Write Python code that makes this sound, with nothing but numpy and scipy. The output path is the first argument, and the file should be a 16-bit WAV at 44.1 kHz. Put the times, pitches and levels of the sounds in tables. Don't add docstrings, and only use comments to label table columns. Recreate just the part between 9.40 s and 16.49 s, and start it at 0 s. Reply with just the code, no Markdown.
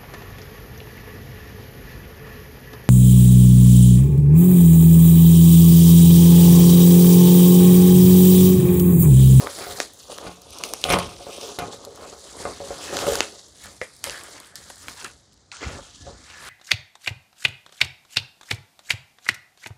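import sys
import numpy as np
from scipy import signal
from scipy.fft import rfft, irfft, next_fast_len
from scipy.io import wavfile
from scipy.ndimage import uniform_filter1d

SR = 44100
rng = np.random.default_rng(int(sys.argv[2]) if len(sys.argv) > 2 else 0)


def ratio(d):
    e = np.asarray(d, float) / 20
    return 10 ** e


def digitize_waveform(pressure):
    field = np.atleast_2d(pressure).T
    bounded = np.clip(field, -1, 1)
    quanta = np.round(bounded * 32767).astype(np.int16)
    wavfile.write(sys.argv[1], SR, quanta)


N = 312669


def rms_one(x):
    return x / np.sqrt(np.mean(x ** 2) + 1e-20)


def in_time(rows):
    s, *columns = np.transpose(rows)
    return [np.interp(np.arange(N) / SR, s, column) for column in columns]


def at_hz(points, hz):
    points_hz, points_db = np.transpose(points)
    return np.interp(np.log(hz), np.log(points_hz), points_db)


def drift(rate):
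    r = np.exp(-80 * np.pi * rate / SR)
    noise = rng.standard_normal(N // 40 + 2002)
    slow = signal.lfilter([1], [1, -2 * r, r * r], noise)[2000:]
    return np.interp(np.arange(N) / 40, np.arange(len(slow)), rms_one(slow - slow.mean()))


def ring(clicks, hz, t60):
    r = ratio(-60 / (t60 * SR))
    w = 2 * np.pi * hz / SR
    return signal.lfilter([0, np.sin(w)], [1, -2 * r * np.cos(w), r * r], clicks + 1e-18)


def band(x, low_hz, high_hz):
    edges = [low_hz, min(high_hz, .45 * SR)]
    return signal.sosfilt(signal.butter(2, edges, "band", fs=SR, output="sos"), x)


def steep_low(x, hz):
    return signal.sosfilt(signal.ellip(8, .5, 50, .98 * hz, fs=SR, output="sos"), x)


def grains(per_s, uneven_db, clump_db, clump_rate):
    sizes = ratio(uneven_db * np.minimum(rng.exponential(1, N), 5)) * rng.choice([-1, 1], N)
    happens = rng.random(N) < per_s / SR
    return rms_one(sizes * happens * ratio(clump_db * drift(clump_rate)))


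def swarm(clicks, spectrum, cycles, patchy_db, count):
    low_hz, high_hz = spectrum[0][0], spectrum[-1][0]
    dealt = rng.integers(0, count, N)
    out = np.zeros(N)
    for k, hz in enumerate(np.geomspace(low_hz, high_hz, count)):
        gain = ratio(at_hz(spectrum, hz) + patchy_db * drift(6.7))
        out += gain * ring(clicks * (dealt == k), hz, cycles / hz)
    return rms_one(band(out, low_hz, high_hz))


def gestures(rows, swing=1.0):
    coarse = np.arange(0, N + 64, 64)
    t, power = coarse / SR, 0
    for s, db, swell, ease in rows:
        before, after = (s - t) / np.clip(swell, .004, 2), (t - s) / np.clip(ease, .004, 2)
        away = np.where(t < s, before, after)
        power = power + ratio(2 * (db - 20 * swing * away))
    return np.interp(np.arange(N), coarse, power)


def chatter(at, strength, length):
    out, t = np.zeros(N + 4000), np.arange(4000) / SR
    for i, gain, t60 in zip(at, strength, np.clip(length, .005, .3)):
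        rattle = rng.standard_normal(len(t)) * np.exp(-np.log(1000) * t / t60)
        rattle *= 1.07 / np.sqrt(np.sum(rattle ** 2))
        rattle[0] = 1.2
        out[i:i + len(t)] += gain * rattle
    return out[:N]


# (frequency [Hz], density [dB per Hz])
AIR_SPECTRUM = [(30, -2), (59, 10.5), (1590, -10), (1850, -12), (2900, -24.5), (3980, -9), (8000, -15.5),
                (16000, -52)]
AIR_DB = -60


def air():
    hz = np.maximum(np.fft.rfftfreq(N, 1 / SR), 1)
    shaped = rfft(rng.standard_normal(N)) * ratio(at_hz(AIR_SPECTRUM, hz))
    return ratio(AIR_DB) * rms_one(irfft(shaped, N))


# (time [s], cancelled pitch [Hz])
GLASS_ECHO = [(0, 2730), (.4, 2520), (.6, 2350), (1.05, 1900), (1.9, 1720), (2.3, 2340), (2.45, 2440),
              (3.1, 2700), (3.45, 2360), (4.1, 2450), (4.3, 2750), (4.6, 2870), (5.9, 2500), (6.1, 2700),
              (6.52, 2180), (6.75, 2670), (7.09, 2700)]


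def off_glass(x, share):
    samples = np.arange(N)
    lag = SR / (2 * in_time(GLASS_ECHO)[0])
    late = np.interp(samples - lag, samples, uniform_filter1d(x, size=9))
    return x + share * late


SLIPS_PER_S, SLIP_S, SLIP_DEPTH = 100, 0.011, 0.14


def slips(far):
    fits = (rng.random(N) < SLIPS_PER_S / SR) * rng.exponential(SLIP_DEPTH, N) * (1 - far)
    return rms_one(1 + signal.lfilter([1], [1, -np.exp(-1 / (SLIP_S * SR))], fits))


# (frequency [Hz], level [dB])
RUSTLE = [(1900, -16.5), (2500, -11), (3200, -11), (4500, -6), (6300, -2), (8000, -5), (10000, 3),
          (12200, -21)]
CREASE = [(800, -20.5), (1200, -3), (1700, 6), (2400, 7.5), (3200, 10.5)]
FINEST = [(10000, 9.5), (11500, 0.5), (13000, 4.5), (16800, 3.5)]
# (time [s], level [dB])
TOUCH = [(0, -44), (.43, -38), (.5, -57), (.6, -45.5), (1.05, -56.5), (1.13, -43.5), (1.74, -53),
         (2.8, -94), (3.43, -72), (3.96, -56.5), (4.6, -53.5), (5.08, -50), (5.13, -75), (5.68, -46),
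         (5.77, -79), (6.1, -75.5), (6.13, -47), (7.09, -54.5)]
# (time [s], distance [m])
DISTANCE = [
    (0, 0.44),
    (1.4, 0.52),
    (2.2, 0.76),
    (4.45, 0.67),
    (4.9, 0.48),
    (5.7, 0.57),
    (6.15, 1.85),
    (6.3, 0.84),
    (6.75, 1.11),
    (7.09, 0.78),
]
# (peak time [s], level [dB], swell [s], ease [s], share of large creases [dB])
PULLS = [(0.02, -34.5, 0.21, 0.2, -3), (0.24, -41, 0.45, 0.49, 0.5), (0.72, -42.5, 0.076, 0.27, -8),
         (0.87, -45.5, 0.33, 0.31, -1), (1.52, -30, 0.14, 0.16, 6), (1.6, -43, 0.089, 0.25, 9.5),
         (1.92, -41.5, 0.46, 0.4, -14), (2.08, -37.5, 0.33, 0.16, -11), (2.335, -40, 0.045, 0.074, -6.5),
         (2.46, -48.5, 0.22, 0.045, -23), (2.63, -44, 0.46, 0.49, -8), (2.9, -42, 0.15, 0.13, -7.5),
         (3.03, -38, 0.16, 0.2, -3.5), (3.28, -43, 0.14, 0.064, -14), (3.6, -31, 0.28, 0.44, -5.5),
         (3.75, -33, 1, 0.14, 3), (3.82, -34.5, 0.086, 0.094, 5.5), (4.25, -41, 0.12, 0.25, -2.5),
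         (5.0, -52.5, 0.66, 0.48, 3.5), (5.46, -43.5, 0.22, 0.3, -1.5), (5.6, -42, 0.14, 0.13, 1),
         (6.3, -46, 0.15, 0.53, 6.5), (6.87, -60, 0.067, 1, 4), (7.09, -39, 0.51, .1, 3)]
# (time [s], level [dB], ease [s], share of large creases [dB])
JERKS = [(0.407, -41, 0.067, 7), (1.238, -35, 0.12, -7), (1.338, -49.5, 0.081, 13.5),
         (1.443, -32, 0.08, -0.5), (2.19, -38.5, 0.18, 7), (4.416, -43.5, 0.22, 1), (4.641, -34, 0.28, 1),
         (4.7, -52, 0.51, 12.5), (4.84, -44, 0.15, 4), (5.159, -46.5, 1, -4), (6.121, -38.5, 0.27, -0.5),
         (3.2, -48, 0.25, 0), (3.669, -29, 0.18, -2), (5.484, -40.5, 0.13, 4.5), (5.648, -42.5, 0.1, 8.5),
         (6.209, -43, 0.13, 7.5), (6.231, -40.5, 0.29, 6.5)]
JERK_S = .005
FINEST_DB, FINEST_LOSS_DB_PER_M, FINEST_SWING = -10, 23, 1.46
LARGE_SWING, TOUCH_LARGE_DB = 1.84, -25.5
FAR_M, FAR_TOP_HZ, RUSTLE_TOP_HZ = 1.18, 8150, 11900


def film():
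    moves = PULLS + [(s, db, JERK_S, ease, share) for s, db, ease, share in JERKS]
    heavy = [(s, db + share, swell, ease) for s, db, swell, ease, share in moves]
    touch = ratio(2 * in_time(TOUCH)[0])
    metres = in_time(DISTANCE)[0]
    far = np.clip(metres / FAR_M, 0, 1) ** 2

    rustle_gain = np.sqrt(touch + gestures([move[:4] for move in moves]))
    large_gain = np.sqrt(touch * ratio(2 * TOUCH_LARGE_DB) + gestures(heavy, LARGE_SWING))
    nearness = ratio(-47 + FINEST_DB - FINEST_LOSS_DB_PER_M * metres)
    finest_gain = (rustle_gain / ratio(-43)) ** FINEST_SWING * nearness

    rustle = swarm(grains(9000, 2.2, 1.8, 25), RUSTLE, cycles=14.0, patchy_db=2.4, count=14)
    rustle = steep_low(rms_one(off_glass(rustle, share=1.45)), RUSTLE_TOP_HZ)
    dull = signal.sosfiltfilt(signal.butter(4, FAR_TOP_HZ, fs=SR, output="sos"), rustle)
    rustle = (1 - far) * rustle + far * dull
    large = swarm(grains(3000, 0.52, 0.34, 21), CREASE, cycles=16.8, patchy_db=4.0, count=8)
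    large = rms_one(off_glass(large, share=0.68))
    finest = swarm(grains(16000, 1.6, 1.5, 45), FINEST, cycles=46.0, patchy_db=3.5, count=5)

    creases = ratio(-0.5) * rustle_gain * rustle
    creases += ratio(-1.5) * large_gain * large
    creases += ratio(10.5) * finest_gain * finest
    return slips(far) * creases


# (frequency [Hz], level [dB], t60 [s])
TUBES = [(411.5, -15, 0.44), (464, -9, 0.2), (557.5, 0.5, 0.13), (714, -1.5, 0.1), (766, -7.5, 0.085),
         (836, -15.5, 0.23), (1080, -14, 0.23), (1187, -11, 0.058), (1237, -11.5, 0.11), (1274, -14, 0.087),
         (1447, -14, 0.11), (1900, -31, 0.012), (2082, -15, 0.063), (2420, -15, 0.066), (2700, -28, 0.057)]
GLASS_TOP = [(68.5, -16.5, 0.26), (109, -7, 0.45), (141, -10, 0.2), (177.2, -2, 0.33), (287, -13.5, 0.22),
             (359.5, -16, 0.18)]
# (frequency [Hz], level [dB])
RUBBING = [(200, -38), (330, -2.5), (520, 8.5), (750, -2), (1200, 10)]
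RUMBLE = [(40, -82), (62, 6.5), (110, 2.5), (180, -7.5), (280, 9.5)]
# (peak time [s], level [dB], swell [s], ease [s], weight
# on the glass [dB])
SHOVES = [(0.03, -34.5, 0.29, 0.16, -2), (0.22, -36.5, 0.13, 0.054, -16), (0.3, -40, 0.11, 0.22, -0.5),
          (0.72, -46.5, 0.067, 0.61, -11.5), (0.88, -39, 0.27, 0.066, -3.5), (1.1, -51.5, 0.26, 0.87, 3.5),
          (1.26, -41, 0.2, 0.33, -20), (1.55, -30, 0.12, 0.21, 6.5), (1.9, -42.5, 0.18, 0.27, -19),
          (2.099, -42, 0.32, 0.16, -10.5), (2.26, -41, 0.12, 0.34, -2), (2.48, -52, 0.38, 0.56, -14),
          (2.65, -42, 0.37, 0.19, -1), (3.07, -36, 0.21, 0.14, 0.5), (3.26, -44.5, 0.15, 0.65, 5.5),
          (3.54, -32.5, 0.13, 0.38, -18), (3.68, -38.5, 0.31, 0.22, 4), (3.799, -37, 0.57, 0.019, -10),
          (4.26, -50.5, 0.1, 0.22, 7), (4.67, -44, 0.063, 0.27, 3), (4.92, -50, 0.29, 0.32, -7.5),
          (5.5, -53, 0.11, 0.067, 17), (5.65, -48, 0.093, 0.13, 7), (6.22, -45.5, 0.013, 0.24, -4),
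          (5.2, -58.5, 0.094, 0.34, 12),
    (6.27, -43, 0.047, 0.14, 21.5),
    (6.33, -40, 0.12, 0.13, -7),
    (6.623, -60, 0.13, 0.22, 23.5),
    (6.69, -49, 0.075, 0.21, 12),
    (7.09, -53, 0.3, .1, 11),
]
# (time [s], peak [dB], hardness [dB], table share [dB], rattle t60 [s])
KNOCKS = [(0.866, -25, 4.5, 4, 0.048), (1.452, -12.5, 1, -10, 0.08), (1.464, -17, -6, -15, 0.04),
          (1.488, -15, 6.5, 2, 0.042), (1.503, -6.5, 4, -7, 0.05), (0.214, -24, 1.5, -16.5, 0.082),
          (0.268, -21.5, -2, -20.5, 0.04), (0.302, -22.5, -2, -18, 0.05), (0.385, -25, 2, -22, 0.064),
          (1.805, -26.5, -5, -25, 0.12), (1.527, -11, 8.5, 4.5, 0.15), (1.59, -20.5, 6.5, -16, 0.06),
          (1.868, -20, -8, -30, 0.32), (2.03, -20.5, -10, -24, 0.43), (2.187, -14.5, 3, -10, 0.35),
          (2.728, -25.5, -2.5, -21, 0.074), (3.053, -13, 1, -16, 0.055), (3.203, -17, -11, -17.5, 0.26),
          (3.306, -17, -7, -21, 0.0079), (3.528, -17, -3.5, -23.5, 0.056), (3.668, -6, -9, -23, 0.023),
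          (3.68, -7, -13, -25, 0.06), (1.555, -22, -6, 8, 0.05), (2.222, -16, 0, -2.5, 0.08),
          (2.472, -26, -22, -22, 0.025), (3.602, -17.5, -3, -18.5, 0.05), (3.626, -14, -2, -20.5, 0.087),
          (3.72, -12.5, -11, -26, 0.034), (3.772, -17, -2, -17, 0.05), (6.228, -31, 10, -15, 0.12),
          (6.254, -33, 6, 4, 0.1), (6.668, -27.5, -2, -10, 0.049), (6.698, -33, -18, -18, 0.1)]
REST_RUB_DB, REST_RUMBLE_DB = -90, -62.5


def frame():
    moves = SHOVES
    heavy = [(s, db + load, swell, ease) for s, db, swell, ease, load in moves]
    rub = np.sqrt(ratio(2 * REST_RUB_DB) + gestures([move[:4] for move in moves]))
    weight = np.sqrt(ratio(2 * REST_RUMBLE_DB) + gestures(heavy))
    s, peak_db, hard_db, table_db, rattle_s = np.transpose(KNOCKS)
    at = np.round(s * SR).astype(int)

    scrape = grains(1500, 2.8, 1.9, 34) * rub * ratio(-33.0)
    out = np.zeros(N)
    for hz, level_db, t60 in TUBES:
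        strength = ratio(peak_db - 15 + hard_db * np.log2(hz / 554))
        out += ratio(level_db) * ring(chatter(at, strength, rattle_s) + scrape, hz, t60)
    for hz, level_db, t60 in GLASS_TOP:
        blows = chatter(at, ratio(peak_db - 17 + table_db), 1.3 * rattle_s)
        out += ratio(level_db) * ring(blows, hz, t60)

    damped = swarm(grains(2500, 2.15, 3.24, 29), RUBBING, cycles=8.1, patchy_db=2.5, count=8)
    rumble = swarm(grains(500, 0.65, 0.89, 3.3), RUMBLE, cycles=6.7, patchy_db=-2.0, count=8)
    return out + ratio(1.5) * rub * damped + ratio(-7.5) * weight * rumble


SNAP_LOW_HZ = 1770
BODY_SHARE, BODY_CYCLES, OVERTONE, OVERTONE_SHARE = 0.52, 10, 1.52, 0.53


def give_way(rows, t60, slam):
    out, t = np.zeros(N + 1000), np.arange(900) / SR
    decay = np.exp(-np.log(1000) * t / np.clip(1.57 * t60, .001, .04))
    bursts = 0.43 * rng.standard_normal((len(rows), len(t))) * decay
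    if slam:
        bursts[:, 0], bursts[:, 4] = -.7, 2.6
    lows = band(band(bursts, 300, SNAP_LOW_HZ), 199.4, 1.75 * SNAP_LOW_HZ)
    tops = band(band(bursts, 6000, 12000), 6000, 12000)
    for (s, middle_db, low_db, top_db, hz), burst, low, top in zip(rows, bursts, lows, tops):
        middle = band(band(burst, hz / 1.5, hz * 2.15), hz / 1.35, hz * 2.59)
        body = rms_one(ring(middle, hz, BODY_CYCLES / hz))
        overtone = rms_one(ring(middle, OVERTONE * hz, BODY_CYCLES / hz))
        middle = rms_one(middle) + BODY_SHARE * (body + OVERTONE_SHARE * overtone)
        at = round(s * SR) - 2
        peaks_db = (middle_db + low_db, middle_db, middle_db + top_db - 12.0)
        for part, peak_db in zip((low, middle, top), peaks_db):
            out[at:at + len(t)] += ratio(peak_db) * part / np.abs(part).max()
    return off_glass(out[:N], share=0.33)


# (time [s], peak [dB], low part [dB rel], top part [dB rel], body [Hz])
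SNAPS = [(0.0709, -19, 5.5, -12, 1200), (0.1876, -30, 3, 18.5, 4400), (0.402, -6, -6, 5, 2620),
         (0.7188, -23, -18, -1, 4140), (0.7848, -23.5, 0, 1, 4230), (1.2373, -10.5, -9, 8, 3050),
         (1.3366, -7, -12.5, -21, 5870), (1.4402, -3.5, -15.5, 1, 3220), (1.509, -18, -4, 0, 4630),
         (1.5415, -9.5, -4, -8, 2550), (3.7207, -17, -15, -1, 3900), (6.2292, -27.5, 0, -2, 2420),
         (3.0537, -26.5, 5, -26, 2550), (3.3068, -37.5, -3.5, -8.5, 4037), (3.5691, -7.5, -10, 0, 4200),
         (3.5895, -12.5, -7.5, 4, 2900), (3.669, -19.5, -1, -4, 3200), (3.755, -8, -12, -8.5, 5000),
         (3.8057, -0.5, -9.5, -3, 2860), (4.258, -28.5, -5, -2, 5660), (4.4162, -23, -4, -20, 2580),
         (4.641, -11, -15, 13, 3100), (4.6967, -12.5, -16, -6, 3020), (5.4832, -18, -6, 4, 1500),
         (5.644, -26, -16, 12, 2830), (5.646, -19, -9, 9, 2780), (6.2083, -28, -2, -4, 1980)]


def snaps():
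    return give_way(SNAPS, t60=0.0048, slam=True)


# (time [s], peak [dB], body [Hz], top part [dB rel])
TICKS = [(0.16, -33, 6250, -14), (0.7802, -24, 4800, -6), (1.0186, -30, 6500, -16),
         (1.1864, -22, 5500, -17), (1.252, -32, 4600, 4), (1.415, -23, 5600, -13),
         (2.012, -19.5, 3450, -20), (2.282, -31, 3940, -12), (2.327, -27, 4100, -20),
         (2.45, -23.5, 5100, -34), (2.5584, -33, 5900, -14), (3.995, -53, 6560, -57),
         (4.5649, -36, 6200, -12), (4.707, -20, 4730, -18), (4.778, -30, 4930, 3), (4.836, -29, 5900, 14),
         (5.0011, -26, 4630, 9), (5.0717, -38.5, 5330, 13.5), (5.156, -20.5, 5640, -25),
         (5.2428, -40, 5300, -9), (5.286, -34, 4440, -3.5), (5.931, -43, 5030, -18),
         (6.1167, -23.5, 2880, -20), (7.0504, -34, 4000, 14)]
TICK_LOW_DB, TICK_T60_S = -49, 0.011


def ticks():
    rows = [(s, db, TICK_LOW_DB, top_db, hz) for s, db, hz, top_db in TICKS]
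    return give_way(rows, TICK_T60_S, slam=True)


# (time [s], peak [dB], body [Hz])
CRACKLES = [(0.2583, -25, 6090), (0.535, -26, 7750), (0.7023, -23, 3900), (0.7557, -36, 3970),
            (1.1054, -23, 5700), (1.765, -27, 2790), (1.929, -21, 2810), (2.3116, -36, 3870),
            (2.99, -25, 5060), (3.0854, -23, 2540), (3.1976, -23, 3995), (3.46, -32, 6350),
            (3.9385, -44, 5440), (4.0831, -35, 6000), (4.1669, -41, 7820), (4.2188, -33, 7120),
            (4.2385, -23, 7160), (4.3665, -35, 5380), (4.3933, -41, 4030), (4.591, -34, 6040),
            (4.6064, -35, 6030), (4.812, -23.5, 2840), (4.917, -40, 3040), (4.966, -28, 3020),
            (5.03, -32, 2780), (5.046, -27, 3600), (5.3575, -26, 5580), (5.4226, -32, 6730),
            (5.6126, -20.5, 2850), (5.9244, -37, 3820), (5.9399, -36, 5150), (5.9758, -38, 4000),
            (6.121, -42, 6000), (6.128, -43, 5370), (6.168, -21, 3210), (6.8473, -32, 4690),
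            (6.9294, -35, 3460), (6.973, -42, 4070)]
CRACKLE_TOP_DB, CRACKLE_LOSS_DB = -31, 10


def crackles():
    rows = [(s, db - CRACKLE_LOSS_DB, TICK_LOW_DB, CRACKLE_TOP_DB, hz) for s, db, hz in CRACKLES]
    return give_way(rows, TICK_T60_S, slam=False)


# (time [s], peak [dB])
PIN = [
    (1.494, -21),
    (1.502, -14),
    (1.509, -32),
    (1.535, -25),
    (1.5875, -22),
]
PIN_HZ, PIN_T60_S, PIN_RATTLE_S = 10000, 0.0057, 0.032


def pin():
    s, peak_db = np.transpose(PIN)
    at = np.round(s * SR).astype(int)
    rattles = chatter(at, ratio(peak_db), np.full(len(s), PIN_RATTLE_S))
    return band(ring(rattles, PIN_HZ, PIN_T60_S), 8500, 12000)


# (time [s], peak [dB], low part [dB rel], top part [dB rel], body [Hz])
CRUNCHES = [
    (1.502, -13.5, -17, -7, 4200),
    (1.523, -13, 2, -33, 6000),
    (1.535, -10.5, 4, -26, 3150),
    (1.587, -20, 5.5, 0, 4900),
    (1.597, -22.5, -6, -10, 4600),
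    (6.9, -33.5, -8, -3, 2600),
    (5.3, -30, 0, 8, 2000),
    (2.188, -21, -2, 9, 4000),
    (5.156, -29, -30, -19, 4640),
]


def crunches():
    return give_way(CRUNCHES, t60=0.034, slam=False)


# (time [s], peak [dB])
TAP = (4.415, -14)
# (frequency [Hz], level [dB], t60 [s])
ROD = [(286, -24, 0.06), (515, -3.5, 0.045), (620, -3.5, 0.028), (870, -19, 0.018), (1500, -11, 0.054),
       (1720, -5, 0.026), (1920, 1.5, 0.025), (2104, -1, 0.035), (2350, -11, 0.093)]


def rod():
    at, gain = [round(TAP[0] * SR)], [ratio(TAP[1] - 13.0)]
    return sum(ratio(level_db) * ring(chatter(at, gain, [.12]), hz, t60) for hz, level_db, t60 in ROD)


# (time [s], level [dB])
SLIDE = [
    (6.58, -67),
    (6.62, -59),
    (6.7, -62),
    (6.8, -71),
    (6.9, -64),
    (6.97, -49),
    (7.09, -59),
]
SLIDE_HZ, SLIDE_T60_S, SLIDE_START_S = 1715, 0.031, 6.56


def slide():
    noise = rng.standard_normal(N)
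    for _ in range(2):
        noise = ring(noise, SLIDE_HZ, SLIDE_T60_S)
    noise = noise / np.sqrt(uniform_filter1d(rms_one(noise) ** 2, size=600) + .1)
    sliding = np.arange(N) > SLIDE_START_S * SR
    return ratio(in_time(SLIDE)[0]) * rms_one(noise) * sliding


ROOM_T60_S, WALL_CUT_HZ = 0.3, 6700


def room(x):
    size = next_fast_len(N + SR)
    w = 2 * np.pi * np.fft.rfftfreq(size, 1 / SR)
    walls = 1 / (1 + 1j * w / (2 * np.pi * WALL_CUT_HZ))
    echoes = 0
    for k, lag in enumerate(rng.uniform(.006, .035, 10)):
        loop = ratio(-60 * lag / ROOM_T60_S) * walls * np.exp(-1j * w * lag)
        echoes = echoes + loop / (1 - loop) * (-1) ** k
    return irfft(rfft(x, size) * echoes, size)[:N]


ROOM_DB, STEADY_TOP_HZ = -21, 15900


def scene():
    near = film() + frame() + pin() + rod() + slide()
    sharp = snaps() + ticks() + crunches()
    steady = near + ratio(ROOM_DB) * room(sharp + ratio(-6) * near) + air()
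    return (sharp + crackles() + steep_low(steady, STEADY_TOP_HZ))[None]


def top_cut(x):
    return signal.sosfilt(signal.butter(12, 16860, fs=SR, output="sos"), x)


def record(dry):
    heard = signal.sosfilt(signal.butter(4, 45, "high", fs=SR, output="sos"), dry)
    return top_cut(np.clip(heard, -.95, .95))


dry = scene()
out = record(dry)
digitize_waveform(out)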